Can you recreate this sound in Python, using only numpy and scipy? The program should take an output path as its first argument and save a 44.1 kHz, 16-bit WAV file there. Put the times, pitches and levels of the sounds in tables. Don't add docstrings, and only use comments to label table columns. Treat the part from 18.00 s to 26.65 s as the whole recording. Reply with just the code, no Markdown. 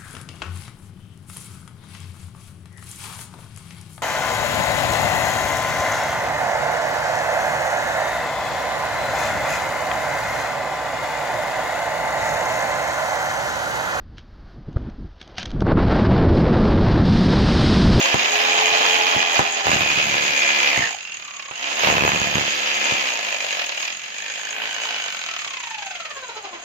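import sys
import numpy as np
from scipy import signal
from scipy.fft import rfft, irfft, next_fast_len
from scipy.io import wavfile
from scipy.ndimage import map_coordinates

SR = 44100
rng = np.random.default_rng(int(sys.argv[2]) if len(sys.argv) > 2 else 0)


def int16_out(signal):
    q = np.round(np.clip(np.atleast_2d(signal).T, -1, 1) * 32767)
    wavfile.write(sys.argv[1], SR, q.astype(np.int16))


N = 381332

# time in seconds, speed in turns per second.
DISC_SPEED = [(0.0, 64.98), (0.13, 72.45), (0.33, 84.36), (0.6, 87.0), (1.15, 88.6), (1.4, 83.12),
              (1.68, 82.96), (1.88, 71.81), (2.7, 70.79), (3.02, 46.01), (3.25, 35.42), (3.49, 33.16),
              (3.62, 64.51), (3.82, 79.37), (3.98, 72.16), (4.95, 71.75), (5.2, 53.19), (5.53, 47.71),
              (5.72, 35.58), (6.2, 51.14), (6.87, 56.64), (7.12, 45.97), (7.6, 29.85), (8.15, 16.82),
              (8.65, 8.64)]
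# time in seconds, pressure in dB, the work's low body against the rasp in dB.
PRESSURE = [(0, -1, -5.5), (.85, -1, -3), (1.3, -5, -3), (1.63, -6.5, -3.5), (1.7, -1, -5),
            (1.9, -1.5, -7.5), (2.68, 1, -7.5), (2.86, -2, -3.5), (2.99, -9.5, -13), (3.48, -9.5, -8.5),
            (3.86, -3.5, -3.5), (4.45, -3, -10), (4.95, -1, -6.5), (5.2, -1.5, -6.5), (5.87, 1, -10),
            (5.98, -7.5, -11.5), (6.9, -4, -7.5), (7.2, -4.5, -11), (7.8, -3, -15.5), (8.65, 2.5, 0)]
# time in seconds, extra level in dB.
BITES = [(0.049, 4.5), (1.115, 1.5), (1.36, 4), (3.85, 4.5), (6.64, 1.5)]
STROKE_BY_SPEED = [(10, 0.42, .2, 0), (25, 0.66, .17, 0), (40, 0.67, .12, .1), (53, 0.6, .09, .15),
                   (71, 0.47, .12, .35), (88, 0.4, .12, .15)]
# multiple of the disc speed, relative level in dB.
HUM_ORDERS = [(1, -11), (2, -10), (3, -0.5), (4, -2), (5, 4), (6, -10.5), (7, -4.5), (8, 2.5), (9, -5),
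              (11, -7)]
# turns per second, hum level in dB before pressure is added.
HUM_BY_SPEED = [(30, -70), (45, -61), (56, -50), (65, -45), (71, -38), (88, -36)]
# time in seconds, relative clack level in dB, relative thud level in dB.
KNOCKS = [(0.143, 9.5, -20), (.72, -18, -40), (1.152, 2, -39), (1.163, -6, -24.5), (1.393, 14, -20.5),
          (1.407, -11, -41), (1.669, 8.5, -30), (2.776, 0, -27), (2.792, -24, -28), (3.511, -5, -45),
          (2.829, -14, -34.5), (4.921, -6, -28.5), (7.465, -10, -53)]
DISC_BLOWS = [(1.683, 7, -38), (1.693, 1, -26), (1.717, 10.5, -34), (1.732, -2, -26), (1.743, 1, -29),
              (1.761, -17, -25.5), (1.809, 7, -28), (1.975, -8, -29), (2.143, 5, -39), (3.837, 5.5, -37),
              (3.887, -1, -29), (3.902, 10, -32), (3.913, 0, -29), (3.941, 3, -40), (3.970, 3, -27),
              (3.982, 9, -32), (4.022, 2, -25), (4.037, 10, -27), (4.051, 7, -26), (4.078, 12, -28),
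              (4.119, 7.5, -39), (4.134, -5, -29), (4.147, -1, -33), (4.216, 1, -26.5), (4.355, 7, -26),
              (4.369, -7, -29), (4.382, 4, -26), (4.410, 4.5, -31)]
# start and end in seconds,
# first and last pitch in Hz, bandwidth in Hz, level in dB.
SQUEALS = [(0.2, 1.5, 2370, 2440, 200, -29), (1.7, 2.06, 2400, 2520, 160, -25),
           (2.7, 2.89, 2230, 1800, 480, -26), (0.394, 1.398, 3067, 3190, 330, -27),
           (2.89, 2.97, 740, 780, 130, -40), (3.001, 3.166, 2710, 2760, 180, -37),
           (3.528, 3.611, 2700, 3150, 260, -37), (3.8, 4.3, 2560, 2520, 200, -29),
           (4.9, 5.75, 620, 575, 80, -42.5), (6.049, 7.399, 1753, 1401, 280, -40.5),
           (6.501, 7.149, 3088, 2950, 260, -35), (7.1, 8.17, 2560, 2510, 220, -43),
           (7.98, 8.14, 1380, 1220, 45, -46), (8.18, 8.5, 3920, 4080, 200, -48)]
# start and end in seconds, initial level in dB.
CHATTER_BOUTS = [(1.65, 2.29, -27), (3.82, 4.473, -23.5)]
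# start and end in seconds, relative level in dB, rise in seconds.
GEAR_BOUTS = [(1.9, 2.7, -19.5, 0.45), (4.546, 5.0, -25.5, 0.25), (3.17, 3.5, -42.5, 0.1),
              (7.18, 8.56, -41.5, 0.1)]
# start and end in seconds, level in dB, stroke width in turns.
GRAZE_BOUTS = [(2.96, 3.42, -43.5, .05), (7.02, 7.46, -36.5, .045), (7.47, 8.13, -41, .13)]

# frequency in Hz, relative level in dB.
SCRAPE = [(760, -67), (1300, -10.5), (1490, -13), (1690, -7), (2220, -3), (2450, -0.5), (2800, -2),
          (3100, -3), (3720, -8.5), (4100, -9.5), (4530, -12), (5100, -10.5), (5480, -16), (6200, -12.5),
          (8060, -112), (13600, -120)]
WORK_BODY = [(76, -62), (130, -34), (257, -14), (301, -16), (379, -14), (430, -12), (560, -3.5),
             (660, -1.5), (760, 1), (950, -1), (1230, -5.5), (1600, -8), (2080, -4), (3520, -120)]
HIGH_RING = [(5500, -21.5), (6250, -5.5), (6500, 13), (6800, 7), (7300, 2.5), (8000, -14), (9000, -19.5),
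             (12500, -37), (15600, -62)]
FIZZ = [(7000, -64), (9000, -7.5), (12500, -7.5), (13600, -4), (14400, 1.5), (15600, -23)]
HOUSING = [(140, -3), (180, 0), (215, 4), (280, -1.5), (360, -3), (440, 7.5), (500, 12.5), (600, 2),
           (900, 4)]
YARD = [(25, -36), (45, -24), (75, 15.5), (120, 10), (200, 14.5), (500, 1), (1500, 24), (4000, -32),
        (9000, -46), (14000, -66)]
KNOCK_CLACK = [(200, -8.5), (800, 17), (2200, 6), (4000, -9), (8000, -12), (14000, -38)]
IMPACT_THUD = [(25, -29), (80, -1.5), (200, 2.5), (400, -2), (900, -18), (3000, -29), (9000, -34.5)]
CHATTER_CRUNCH = [(25, -32), (80, -2.5), (180, -2), (350, -7), (800, -2), (1500, -8), (2800, -7),
                  (8000, -36), (12000, -34.5), (14000, -21), (15600, -40)]
BLOW_CRACK = [(150, -12), (500, 10.5), (900, 16), (1600, 14.5), (2600, 9), (4500, -5), (9000, -32),
              (14000, -19), (15600, -28)]
GEARBOX = [(250, -10), (600, -4), (770, 3), (1000, -0.5), (2400, 0), (3500, -8), (6000, -20)]
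GRAZE_CLACK = [(500, -20), (1300, 0), (2600, 1), (4000, -4), (5800, -11), (6700, -2), (9000, -42)]

# frequency in Hz, left-right correlation (0-1).
COHERENCE = [(150, 0.83), (600, 1), (2500, 0.11), (12000, 0.038)]
# frequency in Hz, left minus right in dB.
BALANCE = [(100, -10.5), (190, -3.5), (400, -1), (700, 0.5), (2400, -3), (5000, -6), (7500, 2), (13000, 1)]
# frequency in Hz, time to fall 60 dB in seconds.
WALL_DECAY = [(150, 0.18), (2000, 0.18), (10000, 0.06)]


def amp(db):
    return 10 ** (np.asarray(db) / 20)


def unit(x):
    return x / np.sqrt(np.mean(x ** 2) + 1e-20)


def along(points, hz):
    f, v = np.transpose(points)
    return np.interp(np.log(hz + 1), np.log(f + 1), v)


def curves(rows):
    s, *columns = np.transpose(rows)
    return [np.interp(np.arange(N) / SR, s, column) for column in columns]


def drift(rate):
    return map_coordinates(rng.standard_normal(int(N * rate / SR) + 4), [np.arange(N) * rate / SR])


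def swell(start, end, attack_s, release_s):
    t = np.arange(N) / SR
    return np.clip((t - start) / attack_s, 0, 1) * np.exp(-np.maximum(t - end, 0) / release_s)


def filtered(x, response):
    size = next_fast_len(N + SR // 2)
    return irfft(rfft(x, size) * response(np.fft.rfftfreq(size, 1 / SR)), size)[..., :N]


def narrowband(phase, width_hz):
    return unit(drift(width_hz) * np.cos(phase) + drift(width_hz) * np.sin(phase))


def stroke(turns, share, lead, width):
    u = (turns + lead) % 1 / width
    bite = u ** 2 * np.exp(2 * (1 - u))
    share = np.clip(share, 0, 1)
    power = (1 - share) ** 2 + 2 * share * (1 - share) * bite.mean() + share ** 2 * np.mean(bite ** 2)
    return (1 - share + share * bite) / np.sqrt(power)


def grit(spectrum, force, grain_db, turns=0, repeat=0):
    rim_grains = 600
    contact = np.atleast_1d(turns) % 1 * rim_grains
    rim = [map_coordinates(row, [contact], order=1, mode="grid-wrap")
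           for row in rng.standard_normal((2, rim_grains))]
    repeat = np.clip(repeat, 0, 1)
    grains = np.sqrt(1 - repeat) * rng.standard_normal((2, N)) + np.sqrt(repeat) * unit(np.array(rim))
    grains = grains * force * amp(grain_db * drift(1500))

    def mid_side_response(hz):
        spread = np.arccos(np.clip(along(COHERENCE, hz), 0, 1)) / 2
        return amp(along(spectrum, hz)) * [np.cos(spread), np.sin(spread)]

    mid, side = filtered(grains, mid_side_response)
    return unit(np.array([mid + side, mid - side]))


def rasp(turns, speed):
    base_db, db_per_decade, working_speed, bite_s = -22, 25, 72, 0.04
    t = np.arange(N) / SR
    pressure_db, body_db = curves(PRESSURE)
    bite_db = sum(db * np.exp(-.5 * ((t - s) / bite_s) ** 2) for s, db in BITES)
    level_db = base_db + db_per_decade * np.log10(speed / working_speed) + pressure_db + bite_db
    level_db += 0.31 * drift(30)
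    speeds, *columns = np.transpose(STROKE_BY_SPEED)
    share, width, repeat = (np.interp(speed, speeds, column) for column in columns)
    force = stroke(turns, share, lead=0.24, width=width) * amp(1.27 * drift(70))
    softer = stroke(turns, 0.84 * share, lead=0.39, width=0.13)
    scrape = amp(level_db + 0.4) * grit(SCRAPE, force, grain_db=1.5, turns=turns, repeat=repeat)
    body = grit(WORK_BODY, force, grain_db=1.0, turns=turns, repeat=repeat / 2)
    body *= amp(level_db + body_db + 0.5)
    ring = amp(0.77 * level_db - 14.5 + 2 * drift(25)) * grit(HIGH_RING, softer, grain_db=5.0)
    fizz_db = -47.5 + 1.28 * (level_db - base_db) + 1.2 * drift(15)
    return scrape + body + ring + amp(fizz_db) * grit(FIZZ, softer, grain_db=-0.5)


def motor(turns, speed):
    armature_order, casing_hz, half_width_hz = 9.42, 824, 42
    pressure_db, _ = curves(PRESSURE)
    hum_db = np.interp(speed, *np.transpose(HUM_BY_SPEED)) + pressure_db
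    hum = np.zeros(N)
    for order, db in HUM_ORDERS:
        gain = amp(db + along(HOUSING, order * speed) + 2 * drift(14))
        hum += gain * np.sin(2 * np.pi * (order * turns + rng.random()) + 0.4 * drift(40))
    resonance = 1 / (1 + ((armature_order * speed - casing_hz) / half_width_hz) ** 2)
    spin = 2 * np.pi * armature_order * turns
    armature = np.sin(spin + .5 * drift(40)) + .55 * narrowband(spin, width_hz=90)
    return amp(hum_db) * unit(hum) + amp(-31.5) * resonance * unit(armature)


def yard():
    return amp(-51) * grit(YARD, force=1, grain_db=-0.5)


def struck(spectrum, size=4096):
    cepstrum = irfft(np.log(amp(along(spectrum, np.fft.rfftfreq(size, 1 / SR)))))
    cepstrum[1:size // 2] *= 2
    cepstrum[size // 2 + 1:] = 0
    response = irfft(np.exp(rfft(cepstrum)))
    return response / np.linalg.norm(response)


def impacts(rows, clack_spectrum):
    clack_pulses, thud_pulses = np.zeros((2, N))
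    for s, clack_db, thud_db in rows:
        clack_pulses[round(s * SR)] = amp(clack_db - 1.5)
        thud_pulses[round((s + .001) * SR)] = amp(thud_db + 26.0)
    clacks = signal.fftconvolve(clack_pulses, struck(clack_spectrum))
    thuds = signal.fftconvolve(thud_pulses, struck(IMPACT_THUD))
    return (clacks + thuds)[:N]


def squeals(turns):
    t = np.arange(N) / SR
    voice = np.zeros(N)
    for start, end, start_hz, end_hz, width_hz, db in SQUEALS:
        progress = np.clip((t - start) / (end - start), 0, 1)
        phase = 2 * np.pi * np.cumsum(start_hz + progress * (end_hz - start_hz)) / SR
        arch = 2 * np.sqrt(progress * (1 - progress))
        voice += amp(db) * arch * narrowband(phase, width_hz)
    return voice * stroke(turns, share=.86, lead=.29, width=.13)


def chatter(turns):
    sag_db_per_s, decay_turns = 13, 0.14
    t = np.arange(N) / SR
    level = np.zeros(N)
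    for start, end, db in CHATTER_BOUTS:
        bout_db = db - sag_db_per_s * np.maximum(t - start, 0)
        level += amp(bout_db) * swell(start, end, attack_s=0.017, release_s=0.041)
    bounce, turns_since = np.divmod(turns + .13, 1)
    size_db = 2.6 * np.clip(rng.standard_normal(N), -2, 1.3)
    force = level * unit(amp(size_db[bounce.astype(int)]) * np.exp(-turns_since / decay_turns))
    return np.sqrt(np.mean(force ** 2)) * grit(CHATTER_CRUNCH, force, grain_db=2.0)


def gears(turns, speed):
    teeth, runout_rad, tooth_error_rad = 33, .8, .4
    rattle_from, rattle_full, rattle_db = 37, 32, 1.5
    level = sum(amp(db) * swell(start, end, rise, release_s=0.05) for start, end, db, rise in GEAR_BOUTS)
    rattle = np.clip((rattle_from - speed) / (rattle_from - rattle_full), 0, 1)
    angle = 2 * np.pi * turns
    swing = runout_rad * np.sin(angle) + tooth_error_rad * np.sin(4 * angle)
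    mesh = teeth * angle + swing * (1 - rattle / 2) + 0.12 * drift(120) + 0.3 * rattle * drift(55)
    fundamental = np.sin(mesh) + .35 * narrowband(mesh, width_hz=300)
    overtones = np.zeros(N)
    for k in (2, 3):
        overtone_db = along(GEARBOX, k * teeth * speed) - 1.1 * k + 1.5 * drift(9)
        overtones += amp(overtone_db) * np.sin(k * mesh + .35 * drift(50))
    tone = 0.9 * amp(along(GEARBOX, teeth * speed)) * fundamental + rattle * overtones
    bursts = stroke(turns, share=.82, lead=.29, width=.19)
    return level * amp(rattle_db * rattle + drift(60)) * tone * bursts


def grazes(turns):
    force = np.zeros(N)
    for start, end, db, width in GRAZE_BOUTS:
        level = amp(db) * swell(start, end, attack_s=0.05, release_s=0.05)
        force += level * stroke(turns, share=1, lead=.245, width=width)
    return np.sqrt(np.mean(force ** 2)) * grit(GRAZE_CLACK, force, grain_db=0)


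def walls(x):
    hz, t, noise = signal.stft(rng.standard_normal((2, SR // 3)), SR, nperseg=256)
    decay = amp(-60 * t / along(WALL_DECAY, hz)[:, None])
    _, tail = signal.istft(noise * decay, SR, nperseg=256)
    return signal.fftconvolve(np.atleast_2d(x), tail / np.linalg.norm(tail[0]), axes=1)[:, :N]


def placed(x, lag_s):
    sides = np.array([[1], [-1]]) / 2
    return filtered(x, lambda hz: amp(sides * along(BALANCE, hz))
                    * np.exp(-2j * np.pi * hz * lag_s * sides))


def scene():
    speed, = curves(DISC_SPEED)
    turns = np.cumsum(speed) / SR
    whine = gears(turns, speed) + squeals(turns)
    hum = motor(turns, speed)
    grinding = rasp(turns, speed) + chatter(turns)
    knocks = impacts(KNOCKS, KNOCK_CLACK)
    blows = impacts(DISC_BLOWS, BLOW_CRACK)
    clacks = grazes(turns)
    reflections = (amp(-7.5) * walls(grinding + clacks)
                   + amp(-5.5) * walls(whine + hum / 2)
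                   + amp(-4.5) * walls(knocks + blows / 2))
    sources = grinding + hum + knocks + blows + clacks
    centring_db = np.array([[1], [-1]]) * swell(4.35, N / SR, attack_s=0.25, release_s=1)
    shift = np.pi / 2 * swell(6.5, N / SR, attack_s=0.19, release_s=1)
    direct = np.cos(shift) * placed(sources, lag_s=.0003425)
    direct += np.sin(shift) * placed(sources, lag_s=.00019)
    direct += placed(whine, lag_s=.00006)
    return amp(centring_db) * direct + reflections + yard()


def record(dry):
    ceiling, top_hz = .9, 15650
    rounded = dry / (1 + (dry / ceiling) ** 6) ** (1 / 6)
    return filtered(rounded, lambda hz: hz < top_hz)


dry = scene()
out = record(dry)
int16_out(out)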